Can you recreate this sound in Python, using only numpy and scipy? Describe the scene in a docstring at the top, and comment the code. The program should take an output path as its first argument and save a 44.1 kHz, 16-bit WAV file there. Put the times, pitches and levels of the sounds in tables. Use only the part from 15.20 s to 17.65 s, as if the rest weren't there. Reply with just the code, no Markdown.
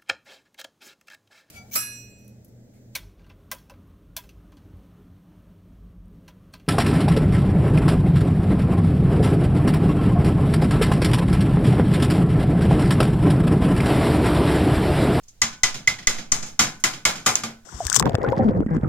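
"""Faint ticks in quiet workshop air, then hard ringing blows: a chipping hammer taps a small steel beam
that lies loose on a thick steel bench. Each blow cracks, sets the bench clattering (shaped noise) and
rings bench and beam (dying sine tones); the beam hops and lands again, and slag chips tick.
The jolt makes the microphone lurch (a slow swing), and near the end a clamp snaps off the beam."""
import sys
import numpy as np
from scipy import signal
from scipy.fft import rfft, irfft
from scipy.io import wavfile
from scipy.ndimage import uniform_filter1d, minimum_filter1d

SR = 44100
rng = np.random.default_rng(int(sys.argv[2]) if len(sys.argv) > 2 else 0)


def file_out(sig):
    """Save sig as 16-bit WAV at sys.argv[1]."""
    # one column per channel
    cols = np.atleast_2d(sig).T
    # limit, then scale
    lim = np.clip(cols, -1, 1)
    pcm = np.round(lim * 32767).astype(np.int16)
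    wavfile.write(sys.argv[1], SR, pcm)


N = 108045  # samples in the scene

CLATTER_TRIM_DB = -5.5  # added to every clatter and bench ring
CRACK_T60_S = 0.025  # time for a crack to fall by 60 dB

# The hammer blows. Each row: start in seconds, clatter level in dB before the trim, then seven bands in dB
# against it (rumble, bass, low mid, mid, upper mid, treble, top), beam ring in dB before its trim,
# beam pitch as a share of its normal pitch, extra delay of the beam in seconds, bench hum in dB,
# crack in dB against the clatter, clatter 60 dB fall time in seconds before the band shares,
# time to bite into the slag in seconds, lurch in dB, and left minus right level in dB.
BLOWS = [(0.2163, -2.5, -30.5, -33, -32, -19, -14.5, -11.5, -24.5, -13.5, 1, 0.0011, -35.5, 6, .23, 0.00088, -37, 1),
         (0.433, -4.5, -33, -35.5, -28, -18.5, -11, -9.5, -22, -11.5, .999, 0.00063, -45, 6.5, 0.25, .0006, -23, 1.3),
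         (0.6728, -5.5, -27.5, -29, -27, -20, -12, -13, -22.5, -5.5, 1.016, 0.00012, -39.5, 8, 0.22, .0021, -47, 0),
         (0.8703, -8.5, -34, -29, -24, -17.5, -11, -9.5, -19.5, -13, 1, 0.0006, -39, 12, 0.32, 0.00068, -19, 0.5),
         (1.118, -8.5, -26.5, -25.5, -26, -19, -16, -7.5, -20.5, -26.5, .999, 0.00077, -43, 10.5, 0.29, 0.0016, -20.5, 4),
         (1.3918, 0.5, -32, -22, -24.5, -17, -12, -10, -19, -17, 1.006, 0.0037, -29, -6, 0.25, 0.00092, -32, 1.4),
         (1.6381, -1, -36.5, -31, -28.5, -18.5, -14, -14.5, -20, -16.5, .995, 0.00091, -44, 1.5, 0.23, .0004, -31, 3),
         (1.8515, 1.16, -32.5, -31.5, -26.5, -19.5, -15.5, -16.5, -22.5, -13.5, 1.07, 0.00049, -46.5, 2, .26, 0.00042, -34, 0.6),
         (2.0607, -2.15, -31.5, -28, -20, -13.5, -12, -10, -15, -21, 1.005, 0.0077, -33.5, -8, .25, 0.0016, -45, 2.8),
         (2.235, -21, -16.5, -20, -10.5, -10.5, -6, -8, -14, -49, 0.69, 0.00085, -31, -10, 0.25, 0.00033, -49, 0.5)]


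def hammer_blows(mix):
    """Each blow starts the clatter; once the hammer has bitten through, bench and beam ring and the jolt begins."""
    for (s, db, *band_db, beam_db, pitch, late_s, hum_db, crack_db, t60, bite_s,
         lurch_db, pan_db) in BLOWS:
        pan = amp([[pan_db / 2], [-pan_db / 2]])
        bench = pan * ring(db + CLATTER_TRIM_DB, band_db, hum_db)
        add(mix, s, pan * clatter(db, band_db, crack_db, CRACK_T60_S, t60, bite_s))
        add(mix, s + bite_s, bench + lurch(lurch_db))
        add(mix, s + bite_s + late_s, pan * beam(beam_db, pitch))


GRAIN_DB = 1  # typical size of the fast level flicker
AFTER_RING_DB, AFTER_RING_T60_S = -23.5, 0.44  # long faint after-ring of the shop
RATTLE_DB, RATTLE_WIDEN = 0.5, 4.56  # how much, and how broadly, the clatter feeds the modes
SHARPEST_S = 0.0002  # shortest allowed rise

# The clatter bands, from rumble to top: the centre of each in Hz.
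BANDS_HZ = [70, 200, 450, 1100, 3200, 6300, 12000]
# How long each band rings, as a multiple of the clatter fall time.
BAND_T60_SHARE = [1.5, 1.57, 1.316, 1.257, 0.95, 0.87, 0.83]
# How slowly each band rises, in seconds, before the bite or landing time is added.
BAND_RISE_S = [0.0046, 0.0031, 0.0038, 0.001, 0.00093, .0006, 0.00024]
# How strong the crack is in each band, in dB added to its own level.
BAND_CRACK_DB = [-12, -2.5, -6, -13.5, -2.5, 8.1, -4]
# Tone colour inside the bands, before each is evened out. Each row: frequency in Hz, level in dB per Hz.
COLOUR = [(35, -49), (60, -17.5), (219, -6), (393, -13), (777, -11.5), (895, -11), (1650, -4), (1810, -6),
          (2040, -9.5), (2770, -8), (6920, 12), (8150, 2), (14000, -14), (15400, -15), (16500, -63)]


def clatter(db, band_db, crack_db, crack_t60, t60, rise_s):
    """Dense modes of the bench: noise whose bands rise and die at their own speed, in grains."""
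    size = 2 ** 15
    t = np.arange(size) / SR
    hz, spectrum = pair_noise(size)
    peaks = sum(1 / (1 + ((hz - mode_hz) * mode_t60 / RATTLE_WIDEN) ** 2)
                for mode_hz, _, mode_t60 in BENCH_MODES + BEAM_MODES)
    spectrum = spectrum * amp(read_curve(COLOUR, hz)) * (1 + amp(RATTLE_DB) * peaks)
    after_ring = amp(AFTER_RING_DB - 60 * t / AFTER_RING_T60_S)
    grain = uniform_filter1d(rng.standard_normal(size), size=60)
    out = 0
    for k in range(len(BANDS_HZ)):
        # Each band fades into its neighbours.
        only_this_band = np.eye(len(BANDS_HZ))[k]
        band = irfft(spectrum * read_curve(list(zip(BANDS_HZ, only_this_band)), hz))
        fall = amp(-60 * t / (t60 * BAND_T60_SHARE[k])) + after_ring
        crack = amp(crack_db + BAND_CRACK_DB[k] - 60 * t / crack_t60)
        rise = 1 - np.exp(-(t / max(BAND_RISE_S[k] + rise_s, SHARPEST_S)) ** 2)
        out = out + amp(band_db[k]) * band / band.std() * (fall + crack) * rise
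    return amp(db + CLATTER_TRIM_DB + GRAIN_DB * grain / grain.std()) * out


BENCH_HUM_HZ, BENCH_HUM_T60_S, BENCH_HUM_RISE_S = 226.5, 0.46, 0.0045
MODE_SPREAD_DB = 2.5  # typical change of a mode from blow to blow
CONTACT_S = 0.00078  # rise time of the ringing tones

# The clearest tones of the bench. Each row: frequency in Hz, level in dB before the blow's own levels,
# time to fall by 60 dB in seconds.
BENCH_MODES = [(132.7, 4.5, 0.14), (765, 1, 0.044), (863, -11.5, 0.25), (1023, -11, 0.38),
               (1188, 3.5, 0.099), (1393, -0.5, 0.092), (1500, -16, .65), (1702, -16, 0.36),
               (3088, -1.5, 0.054), (3410, -11.5, 0.11), (3830, -9, 0.22), (5160, -1.5, 0.073),
               (6256, -12, 0.065), (6440, -4.5, 0.089), (7150, -20, 0.11)]


def ring(db, band_db, hum_db):
    """The clearest modes of the bench, over a low hum; each blow finds another spot."""
    t = np.arange(2 ** 15) / SR
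    hum_level = amp(hum_db - 60 * t / BENCH_HUM_T60_S) * (1 - np.exp(-t / BENCH_HUM_RISE_S))
    out = hum_level * both_ports(BENCH_HUM_HZ, t, 0, 0)
    for hz, mode_db, t60 in BENCH_MODES:
        spot, start, turn = rng.standard_normal(3)
        blow_db = db + read_curve(list(zip(BANDS_HZ, band_db)), hz)
        fall = amp(mode_db + blow_db + MODE_SPREAD_DB * spot - 60 * t / t60)
        out = out + fall * waver(len(t)) * both_ports(hz, t, start, turn)
    return out * (1 - np.exp(-(t / CONTACT_S) ** 2))


BEAM_TRIM_DB = 2
FREE_S, DAMPED_DB = 0.011, -11.5  # free ringing time, then the drop as the beam meets the bench

# The tones of the beam. Each row: frequency in Hz at normal pitch, level in dB before the ring's own level,
# time to fall by 60 dB in seconds.
BEAM_MODES = [(1997, 0.5, 0.17), (2091, -2, 0.18), (2096, -13.5, 0.053), (2180, -11, .1),
              (2297, -20.5, 0.056), (2405, -14.5, 0.18), (2565, -22.5, 0.018)]


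def beam(db, pitch):
    """Close modes swell together, ring freely for a moment, then the bench damps them."""
    t = np.arange(2 ** 14) / SR
    out = 0
    for k, (hz, mode_db, t60) in enumerate(BEAM_MODES):
        fall = amp(mode_db - 60 * t / t60) * waver(len(t))
        # Neighbouring tones start in opposite directions.
        out = out + fall * both_ports(hz * pitch, t, np.pi * k, 0.13 * rng.standard_normal())
    damping_db = DAMPED_DB / (1 + np.exp((FREE_S - t) / 0.0029))
    return amp(db + BEAM_TRIM_DB + damping_db) * out * (1 - np.exp(-(t / CONTACT_S) ** 2))


WAVER_DB, WAVER_S = 3.5, 0.009  # depth scale, and length of each of two smoothings


def waver(size):
    """Loose contact makes a ring swell and fade at random once the first instant is past."""
    smooth = round(WAVER_S * SR)
    slow = uniform_filter1d(uniform_filter1d(rng.standard_normal(size), size=smooth), size=smooth)
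    fade_in = np.clip(np.arange(size) / SR / FREE_S - 1, 0, 1)
    return amp(WAVER_DB * np.minimum(slow / slow.std() - 0.5, 0.5) * fade_in)


LURCH_HZ, LURCH_T60_S, LURCH_LEAN_DB = 4.4, 0.59, 2  # left is turned down and right up by the lean


def lurch(db):
    """The jolt through the bench: a slow dip and swing back."""
    t = np.arange(2 ** 15) / SR
    swing = np.cos(2 * np.pi * LURCH_HZ * t) * (1 - np.exp(-t / 0.00266))
    return -amp(db - 60 * t / LURCH_T60_S) * swing * amp([[-LURCH_LEAN_DB], [LURCH_LEAN_DB]])


LANDING_RISE_S, LANDING_RING_DB = 0.005, -14

# The beam landing again, and slag chips. Each row: start in seconds, clatter level in dB before the trim,
# then changes in dB to the four lowest bands, the treble and the top, beam ring in dB against
# the clatter before the ring trims, clatter 60 dB fall time in seconds before the band shares.
LANDINGS = [(.03, -48, -22, -1, -12, -35, 0.082), (0.0783, -45, -32, 5.5, -11, -35, 0.12),
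            (.15, -65, -24, -4, -24, -35, .12), (0.323, -27, -16, -12, -34.5, -16, 0.17),
            (.538, -20.5, -13.5, -13, -26.5, -9, 0.28), (0.781, -24, -15, -17.5, -31, -1, .2),
            (.823, -26, -16, -16, -30.5, -7, 0.088), (0.978, -22, -12.5, -12.5, -30, -4, 0.26),
            (1.222, -24.5, -9.5, -3.5, -27.5, -11, 0.19), (1.258, -30, -10.5, -6.5, -21.5, -30, 0.29),
            (1.595, -44, -26, -2, -7.5, -11, 0.12), (1.729, -21.5, -13.5, -15, -27.5, -25, 0.25),
            (1.95, -24, -11, -12.5, -25, -15, 0.32), (2.0495, -33.5, -18.5, -5, -17, -29, 0.13),
            (2.187, -38.5, 2, -20, -30, -31, 0.24)]
# Shared colour of the landings: one level in dB per clatter band, before each row's changes.
LANDING_BAND_DB = [-9, -1.5, -7, -4, -8.5, 3.5, 7]


def landings(mix):
    """A small impact: a softly starting clatter almost without crack, then a slightly lower beam ring."""
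    for s, db, lows_db, treble_db, top_db, beam_db, t60 in LANDINGS:
        band_db = np.add(LANDING_BAND_DB, [lows_db] * 4 + [0, treble_db, top_db])
        add(mix, s, clatter(db, band_db, -90, CRACK_T60_S, t60, LANDING_RISE_S))
        add(mix, s + LANDING_RISE_S, beam(db + beam_db + LANDING_RING_DB, 0.96))


SNAP_S, SNAP_CRACK_DB, SNAP_CRACK_T60_S = 2.1552, 19.5, 0.0074  # crack is against the tail
SNAP_TAIL_DB, SNAP_TAIL_T60_S = -19.5, 0.25  # before the clatter trim and band shares

# Colour of the clamp snap: one level in dB per clatter band, against its tail.
SNAP_BANDS_DB = [-36.5, -33.5, -23.5, -15, -7, -4, -12]


def clamp_snap(mix):
    """The clamp snaps off the beam: a strong short crack over a weaker clatter."""
    # The negative rise makes every band start as sharply as allowed.
    snap = clatter(SNAP_TAIL_DB, SNAP_BANDS_DB, SNAP_CRACK_DB, SNAP_CRACK_T60_S, SNAP_TAIL_T60_S, -1)
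    add(mix, SNAP_S, snap)


FLOOR_DB = -53  # overall level of the air

# Colour of the workshop air, before its level is set. Each row: frequency in Hz, level in dB per Hz.
FLOOR = [(15, 14), (30, 5.5), (100, -2), (230, -15), (500, -19), (1500, -24.5), (4000, -23.5),
         (6800, -20.5), (8600, -28), (16000, -33)]


def shop():
    """Quiet air of the workshop: steady coloured noise."""
    hz, spectrum = pair_noise(N)
    air = irfft(spectrum * amp(read_curve(FLOOR, hz)), N)
    return amp(FLOOR_DB) * air / air.std()


LEAD_S = 7e-5  # left hears first

# How alike left and right are. Each row: frequency in Hz, likeness from 0 to 1.
SAME = [(60, 1), (300, 0.98), (700, 0.34), (2000, 0.29), (5000, 0.3), (14000, 0.18)]
# Balance of the two sides. Each row: frequency in Hz, left minus right level in dB.
TILT = [(30, -2.5), (125, -3), (1000, 1.5), (3000, -3.5), (8000, 0.5), (13000, -6)]


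def pair_noise(size):
    """Spectrum of two partly alike white noises, the left slightly ahead."""
    hz = np.fft.rfftfreq(size, 1 / SR)
    a, b = rfft(rng.standard_normal((2, size)))
    same = np.clip(read_curve(SAME, hz), 0, 1)
    tilt = amp(read_curve(TILT, hz) / 2)
    delay = np.exp(-2j * np.pi * hz * LEAD_S)
    right = (same * a + np.sqrt(1 - same ** 2) * b) * delay / tilt
    return hz, np.array([a * tilt, right])


def both_ports(hz, t, start, turn):
    """One steady tone as the two microphone ports meet it, with a delay and phase turn on the right."""
    right_lag = 2 * np.pi * hz * LEAD_S + turn * (1 - read_curve(SAME, hz))
    lag = np.array([[0], [right_lag]])
    balance = amp(read_curve(TILT, hz) / 2 * np.array([[1], [-1]]))
    return balance * np.sin(2 * np.pi * hz * t - lag + start)


def amp(db):
    """Turn decibels into an amplitude factor."""
    return 10 ** (np.asarray(db) / 20)


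def read_curve(points, hz):
    """Read a curve of (Hz, value) points between its points, along a log frequency scale."""
    f, value = np.transpose(points)
    return np.interp(np.log(hz + 1), np.log(f + 1), value)


def add(mix, s, sound):
    """Add a sound to the mix from second s, cut off at the end of the mix."""
    part = mix[:, round(s * SR):][:, :sound.shape[1]]
    part += sound[:, :part.shape[1]]


def scene():
    """Lay the blows, landings and clamp snap over the workshop air."""
    mix = shop()
    hammer_blows(mix)
    landings(mix)
    clamp_snap(mix)
    return mix


LOOK_AHEAD_S, KNEE_DB, SQUEEZE = 0.0085, -17.5, 0.12  # squeeze: share of the dB above the knee removed
CEILING, EDGE_HZ = 0.95, 16750  # overload limit before the band limit, and its cutoff


def record(dry):
    """A limiter that looks ahead dips the level just before each blow; soft overload; then the band limit."""
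    power = abs(uniform_filter1d((dry ** 2).mean(0), size=90))
    power_db = 10 * np.log10(power + 1e-12)
    # The loudest moment nearby, looking both ahead and back (the two minus signs turn minimum into maximum).
    peak_db = -minimum_filter1d(-power_db, size=2 * round(LOOK_AHEAD_S * SR) + 1)
    over_db = uniform_filter1d(np.maximum(peak_db - KNEE_DB, 0), size=90)
    held = dry / amp(SQUEEZE * over_db)
    overloaded = CEILING * np.tanh(held / CEILING)
    low_pass = signal.firwin(511, EDGE_HZ, window=("kaiser", 9), fs=SR)
    return signal.oaconvolve(overloaded, low_pass[None], "same")


dry = scene()
out = record(dry)
file_out(out)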